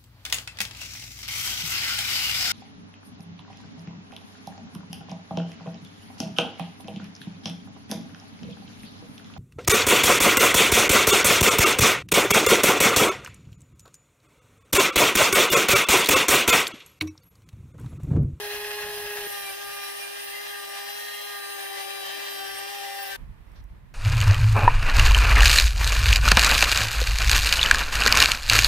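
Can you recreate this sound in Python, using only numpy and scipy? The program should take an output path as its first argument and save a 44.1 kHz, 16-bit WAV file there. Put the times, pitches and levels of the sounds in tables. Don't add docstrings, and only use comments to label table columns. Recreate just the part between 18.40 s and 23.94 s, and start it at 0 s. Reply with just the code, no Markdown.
import sys
import numpy as np
from scipy import signal
from scipy.fft import rfft, irfft, next_fast_len
from scipy.io import wavfile

SR = 44100
rng = np.random.default_rng(int(sys.argv[2]) if len(sys.argv) > 2 else 0)


def persist_wave(psi):
    counts = np.round(np.clip(psi, -1, 1) * 32767).astype(np.int16)
    wavfile.write(sys.argv[1], SR, np.atleast_2d(counts).T)


N = 244314
T = np.arange(N) / SR
WIDE_S, STOP_S = .872, 4.766
LAG_SAMPLES = 3

# (time [s], speed before hunting [turns/s])
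SPINDLE_SPEED = [(0.0, 413.9), (0.09, 412.1), (0.28, 415.9), (0.46, 415.7), (0.8, 410.8), (.96, 403.2),
                 (1.11, 392.4), (1.13, 393.5), (1.2, 402.5), (1.31, 399.7), (1.34, 401.5), (1.48, 396.9),
                 (1.59, 400.6), (1.67, 398.2), (1.79, 402.3), (1.89, 397.6), (2.0, 403.5), (2.16, 403.2),
                 (2.27, 398), (2.42, 399.8), (2.63, 405.7), (2.8, 404.7), (2.9, 406), (3.06, 398),
                 (3.1, 401), (3.25, 393.3), (3.3, 394.7), (3.44, 392.9), (3.56, 395.2), (3.64, 391),
                 (3.71, 391.6), (3.78, 397.2), (3.95, 394.5), (4.0, 391.4), (4.21, 392.6), (4.33, 402),
                 (4.45, 395.2), (4.62, 395.6), (4.68, 391.0), (4.76, 392)]
# (time [s], base level of the chips [dB], base level of the air hiss [dB])
CUT_LEVELS = [(0, -38.5, -44.5), (.8, -39, -41.5), (1.03, -40, -41.5), (1.15, -41.5, -50),
              (1.27, -40.5, -45), (1.71, -41, -47.5), (2.5, -40.5, -46.5), (3.17, -40, -44),
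              (3.44, -39.5, -46.5), (4.5, -39, -46), (4.64, -42, -45), (4.76, -38.5, -47)]


def amp(db):
    return 10 ** (np.asarray(db) / 20)


def pan(db):
    return amp([[db / 2], [-db / 2]])


def rms_one(x):
    return x / np.sqrt(np.mean(x ** 2) + 1e-20)


def in_time(rows):
    s, *columns = np.transpose(rows)
    return [np.interp(T, s, c) for c in columns]


def at_hz(points, hz):
    point_hz, value = np.array(points).T
    return np.interp(np.log(hz), np.log(point_hz), value, left=-90, right=-90)


def drift(pole_hz):
    step, settle = 100, 800
    r = np.exp(-2 * np.pi * pole_hz * step / SR)
    coarse = rng.standard_normal(N // step + settle + 2)
    slow = signal.lfilter([1], [1, -2 * r, r * r], coarse)[settle:]
    return np.interp(np.arange(N) / step, np.arange(len(slow)), rms_one(slow))


def bump(s, half_s):
    return np.exp(-((T - s) / half_s) ** 4)


def coloured(spectrum):
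    size = next_fast_len(N)
    hz = np.maximum(np.arange(size // 2 + 1) * SR / size, 1)
    white = rfft(rng.standard_normal((2, size)))
    return rms_one(irfft(white * amp(at_hz(spectrum, hz)), size)[:, :N])


def narrow_then_wide(pair):
    # (frequency [Hz], left-right correlation [-1 to 1])
    early_likeness = [(20, 0.99), (1800, 0.5), (4000, 0.2), (7000, 0.45), (10000, 0.37), (16000, .4)]
    # (frequency [Hz], left-right correlation [-1 to 1])
    late_likeness = [(20, -0.61), (450, -0.8), (650, -0.31), (2500, -0.14), (16000, 0.19)]
    size = next_fast_len(N)
    hz = np.clip(np.arange(size // 2 + 1) * SR / size, 25, 15000)
    delayed_left = rfft(np.roll(pair[0], LAG_SAMPLES), size)
    own_right = rfft(pair[1], size)
    alike = np.clip([at_hz(early_likeness, hz), at_hz(late_likeness, hz)], -1, 1)
    mixed = alike * delayed_left + np.sqrt(1 - alike ** 2) * own_right
    early, late = irfft(mixed, size)[:, :N]
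    return np.array([pair[0], np.where(T < WIDE_S, early, late)])


def field():
    # (time [s], level before drift and panning [dB])
    wash_levels = [(4.77, -56), (4.95, -61), (5.06, -60), (5.14, -57), (5.27, -61.5), (5.36, -60),
                   (5.45, -61.5), (5.54, -61)]
    # (frequency [Hz], relative density [dB])
    wash_colour = [(150, -27), (250, -4.5), (500, -9.5), (785, -10), (918, -6.5), (1420, -13),
                   (1770, -10.5), (2990, -19.5), (6990, -32.5), (12000, -29.5), (15800, -33)]
    # (onset [s], level before panning [dB], ringing frequency [Hz])
    tick_rows = [(5.1186, -61, 5310), (5.24, -58, 5880)]
    out = amp(in_time(wash_levels)[0] + 0.7 * drift(9)) * coloured(wash_colour)

    start_s, end_s, edge_s, rustle_db = 5.158, 5.206, .004, -64.5
    outside_s = np.maximum(np.maximum(start_s - T, T - end_s), 0)
    rustle_gain = np.exp(-outside_s / edge_s) * amp(2.0 * drift(60))
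    rustle_noise = coloured([(1800, -10), (3800, 3), (6000, -1), (7500, -25)])
    out += rustle_gain * amp(rustle_db) * rustle_noise

    for s, level_db, hz in tick_rows:
        since = np.maximum(T - s, 0)
        click_noise = np.diff(rng.standard_normal(N + 1)) * (T > s)
        snap = np.sin(2 * np.pi * hz * since) + 1.1 * click_noise
        out += amp(level_db) * np.exp(-since / .0016) * snap
    return out * pan(-2.5) * (T > STOP_S - .003)


def wind():
    # (time [s], level before lumps [dB])
    breeze_levels = [(0.0, -60), (1.07, -59), (1.43, -66), (2.23, -69.5), (2.44, -79), (3.87, -68),
                     (3.99, -61), (4.63, -69), (4.76, -56)]
    # (frequency [Hz], relative density [dB])
    breeze_colour = [(15, -16), (45, -0.5), (100, -7), (200, -10), (330, -36), (500, -60)]
    # (frequency [Hz], relative density [dB])
    gust_colour = [(15, -22), (30, -3.5), (46, -4), (62, -10), (100, -11), (200, -22), (330, -36),
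                   (500, -70)]
    # (middle [s], level before panning [dB], half length [s], thump frequency [Hz])
    gust_rows = [(5.014, -42, 0.014, 60), (5.112, -44, 0.029, 50), (5.199, -36.5, 0.017, 58),
                 (5.255, -37, 0.019, 46.6), (5.316, -38, 0.015, 44), (5.53, -46, 0.018, 45)]
    lull_db, hiss_db = -50.5, -11
    own_lumps_db = [1.0 * drift(8.7) for side in "LR"]
    lumps = amp(2.8 * drift(7) + 1.2 * drift(18) + own_lumps_db)
    breeze = amp(in_time(breeze_levels)[0]) * narrow_then_wide(lumps * coloured(breeze_colour))

    own = lumps * coloured(gust_colour)
    gusts = amp(lull_db) * (own + 0.16 * own[::-1])
    for s, level_db, half_s, hz in gust_rows:
        phase = rng.uniform(-0.9, 1, (2, 1))
        thump = np.cos(2 * np.pi * hz * (T - s) + phase) + amp(hiss_db) * own
        gusts = gusts + amp(level_db) * np.exp(-((T - s) / half_s) ** 2) * thump
    return np.where(T < STOP_S, breeze, gusts * pan(-6.0))


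def cutting(turns):
    # (frequency [Hz], relative density [dB])
    chip_colour = [(120, -48), (300, -15), (480, -16), (560, -3.5), (900, -5.5), (1350, -11.5), (1530, -9),
                   (1650, 2), (1950, -2.5), (2250, -8), (2530, -9.5), (2720, -2), (4500, -8), (6000, -10.5),
                   (7400, -16.5), (9000, -15)]
    # (frequency [Hz], relative density [dB])
    air_colour = [(5000, -28), (7500, -15), (9000, -2), (11500, -0.5), (14000, -3), (16000, -8)]
    chips_db, air_db = in_time(CUT_LEVELS)
    bite = 1 + .13 * np.cos(2 * np.pi * turns) + .2 * np.cos(4 * np.pi * turns)
    feed_db = 1.0 * drift(8.3)
    chips = amp(chips_db + feed_db + 0.8 * drift(26)) * coloured(chip_colour)
    air_gain = amp(air_db + .3 * feed_db + .6 * drift(19)) * pan(-3.9)
    air = air_gain * coloured(air_colour)
    return narrow_then_wide(bite * (chips + air)) * pan(1.6)


def rasp(turns):
    # (frequency [Hz], bandwidth [Hz], relative resonator gain [dB])
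    frame_modes = [(1750, 700, -1), (1730, 290, -0.5), (2623, 170, -0.5)]
    narrow_db, wide_db = -5, -8.5
    passes = np.diff(np.floor(2 * turns), prepend=0) > 0
    knocks = passes * rng.standard_normal((2, N)) * amp(3.5 * drift(45))
    ring = 0
    for hz, width_hz, gain_db in frame_modes:
        r = np.exp(-np.pi * width_hz / SR)
        poles = [1, -2 * r * np.cos(2 * np.pi * hz / SR), r * r]
        ring = ring + amp(gain_db + 3.2 * drift(12)) * signal.lfilter([1, 0, -1], poles, knocks)
    level_db = in_time(CUT_LEVELS)[0] + np.where(T < WIDE_S, narrow_db, wide_db)
    return amp(level_db) * narrow_then_wide(rms_one(ring))


def tone(turns, multiple, level_db, fade_db, flutter_db, wander):
    # (middle [s], half length [s], multiple of the spindle speed, left change [dB], right change [dB])
    swell_rows = [(0.32, 0.59, 26, 8, 8.5), (.25, .25, 30, 10, 7), (0.99, 0.21, 30, 15, 6),
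                  (0.77, .25, 32, 5, 7), (0.25, 0.33, 6, 7.5, 5), (1.086, 0.035, 6, 14.5, 13.5),
                  (0.987, .06, 6, 6, 8), (1.4, 0.12, 6, 10, 8.5), (1.66, 0.092, 6, 4, 5),
                  (1.03, .11, 3, 4.5, 4), (1.37, 0.16, 3, 5.5, 7.5), (.97, 0.11, 4.58, 10, 6),
                  (1.62, 0.73, 10, -14, -3), (0.98, 0.09, 14, 11, 8), (1.38, 0.27, 14, 6.5, 2),
                  (1.3, 0.51, 26, 7, 0), (1.83, 1, 24, 10, 4), (1.73, 0.47, 2, -7.5, -2.5),
                  (1.92, 0.62, 6, -10.5, 1.5), (2.45, 0.26, 14, 10, 3), (2.28, 0.84, 1.42, -16, -3),
                  (2.6, 0.39, 36, 10, 3), (2.6, 0.27, 30, -2, 5), (2.55, 0.11, 3, -11, -1),
                  (2.84, 0.37, 10, 4, 4.5), (2.77, 0.55, 4.58, 4, 5), (2.75, 0.27, 8, 8, 4.5),
                  (3.02, 0.17, 4, 3.5, 5), (3.5, .2, 12, 3, -5), (3.28, 0.36, 24, 13.5, 2.5),
                  (3.35, .2, 8, 8.5, -2), (3.56, 0.66, 6, 5, -9), (3.75, 0.7, 1, 3, 0.5),
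                  (3.82, 0.27, 10, 4.5, 1), (3.7, 0.074, 8, 13.5, 11), (3.98, 0.17, 8, 10, 10),
                  (3.77, .035, .73, 20, 18), (4.05, .35, .73, 15, 13), (4.1, 0.29, 28, -3, 7),
                  (4.765, .03, 2, -10, -10), (4.06, 0.75, 9, 3, 11.5), (4.02, 0.42, 12, 5, 4.5),
                  (4.3, 0.46, 14, 12, 8), (4.28, 0.13, 8, 3.5, 4), (4.4, 0.28, 10, -5, -5),
                  (4.63, 0.45, 22, -14, -8), (4.496, 0.24, 2, 5, 12.5), (4.5, 0.23, 3, 1.5, -18),
                  (4.67, 0.26, 1.42, 1.5, 8), (4.69, 0.13, 4, 4.5, -3)]
    phase = 2 * np.pi * (multiple * turns + rng.random()) + 0.66 * wander * drift(25.4)
    swell_db = np.zeros((2, 1))
    for s, half_s, swelling, left_db, right_db in swell_rows:
        if abs(swelling - multiple) < .05:
            swell_db = swell_db + bump(s, half_s) * np.array([[left_db], [right_db]])
    loose = amp(-1.4 * np.maximum(swell_db.min(axis=0), 0))

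    early_lead = 2 * np.pi * multiple * SPINDLE_SPEED[0][1] * LAG_SAMPLES / SR
    if multiple < 2:
        late_lead, slip = np.pi, 2 * wander
    else:
        late_lead, slip = 0, 1.5 * loose
    lead = np.where(T < WIDE_S, early_lead + .3 * wander * drift(2), late_lead + slip * drift(1.2))

    unsteady_db = [fade_db * drift(4.0) + flutter_db * drift(19.5) for side in "LR"]
    gain = amp(level_db + swell_db + loose * unsteady_db)
    return np.sqrt(2) * gain * np.sin([phase + lead, phase])


def whine(turns):
    # (multiple of the spindle speed, left while narrow [dB], right while narrow [dB],
    #  left as the image widens [dB], right as it widens [dB], left at the end [dB], right at the end [dB])
    main_tones = [(1, -38, -40, -41, -43, -43, -46), (2, -48.5, -45, -49, -46.5, -41.5, -55),
                  (3, -55.5, -56, -52.5, -51.5, -50, -45.5), (4, -44.5, -48, -50.5, -48.5, -45.5, -66),
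                  (4.58, -59, -46.5, -54.5, -52, -49, -48.5), (1.42, -67, -67, -57.5, -62, -50.5, -62.5)]
    # (multiple of the spindle speed, left base level [dB], right base level [dB])
    upper_orders = [(5.036, -58, -58), (6.01, -55, -53), (6.99, -61, -54.5), (7.993, -55, -53.5),
                    (8.98, -64, -63.5), (9.99, -52.5, -50.5), (12.03, -56.5, -54), (13, -58, -61),
                    (14, -57.5, -70), (15.98, -65.5, -61), (19.8, -60.5, -64), (22.05, -54.5, -63),
                    (24, -59.5, -64), (26, -59, -58.5), (27.9, -67, -60.5), (30, -66, -57), (32, -59, -64),
                    (34, -68, -56), (35, -70, -68), (36, -61.5, -57.5), (37, -72, -68), (38, -68, -56.5)]
    # (multiple of the spindle speed, base level while narrow [dB], base level once wide [dB])
    side_tones = [(.73, -89, -80), (2.08, -60.5, -69), (2.56, -62, -67), (3.58, -75, -67),
                  (4.08, -54.5, -64), (4.35, -64, -64), (5.08, -60, -54), (6.55, -52, -65),
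                  (6.93, -68, -57.5), (7.65, -58, -63.5)]
    # (middle [s], half length [s], lift [dB])
    bite_rows = [(1.106, .015, 4.5), (1.455, 0.013, 1), (1.91, 0.022, 5.5), (3.99, .02, 3),
                 (4.17, .035, 4.5), (4.189, .013, 5), (4.35, .015, 4), (4.633, .012, 9)]
    narrow_now = T < WIDE_S
    travel = (T - WIDE_S) / (STOP_S - WIDE_S)
    out = 0
    for multiple, *db in main_tones:
        narrow, start, end = np.reshape(db, (3, 2, 1))
        level_db = np.where(narrow_now, narrow, start + travel * (end - start))
        if multiple == 1:
            out += tone(turns, 1, level_db, fade_db=0.15, flutter_db=0.6, wander=0.06)
        else:
            fade_db, flutter_db = np.where(narrow_now, .6, 1.8), np.where(narrow_now, 1.2, 2.5)
            out += tone(turns, multiple, level_db, fade_db, flutter_db, wander=0.41)

    bite_db = 1.5 * drift(14) + sum(db * bump(s, half_s) for s, half_s, db in bite_rows)
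    for multiple, *db in upper_orders:
        level_db = np.reshape(db, (2, 1)) + bite_db * (multiple > 21)
        flutter_db, wander = 3.0 + 0.02 * multiple, 0.42 + 0.008 * multiple
        out += tone(turns, multiple, level_db, 2.5, flutter_db, wander)

    for multiple, narrow_db, wide_db in side_tones:
        level_db = np.where(narrow_now, narrow_db, wide_db)
        out += tone(turns, multiple, level_db, fade_db=3.0, flutter_db=4.5, wander=1.76)
    return out


def waver(router):
    wavering_bands = [(1610, 1.33, [(1.58, .03, -8), (2.63, .015, -10), (2.8, .045, -12),
                      (4.4, 0.13, -6.5)]), (1850, 1.3, [(1.66, .02, -6), (2.53, .02, -10),
                      (2.845, 0.023, -15), (3.44, .04, -8), (3.61, .02, -8)]), (2740, 1.2, [])]
    half_hz = 115
    out = router
    for hz, spread_db, dips in wavering_bands:
        band_filter = signal.butter(2, [hz - half_hz, hz + half_hz], "band", fs=SR, output="sos")
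        band = signal.sosfiltfilt(band_filter, router)
        gain_db = spread_db * drift(11.5) + sum(db * bump(s, half_s) for s, half_s, db in dips)
        out = out + (amp(gain_db) - 1) * band
    return out


def scene():
    hunt = .25 * drift(5)
    turns = np.cumsum(in_time(SPINDLE_SPEED)[0] + hunt) / SR
    running = np.clip((STOP_S + .002 - T) / 0.008, 0, 1)
    router = waver(whine(turns) + cutting(turns) + rasp(turns))
    return field() + wind() + running * router


def record(dry):
    return signal.sosfilt(signal.cheby2(22, 75, 16080, fs=SR, output="sos"), dry)


dry = scene()
out = record(dry)
persist_wave(out)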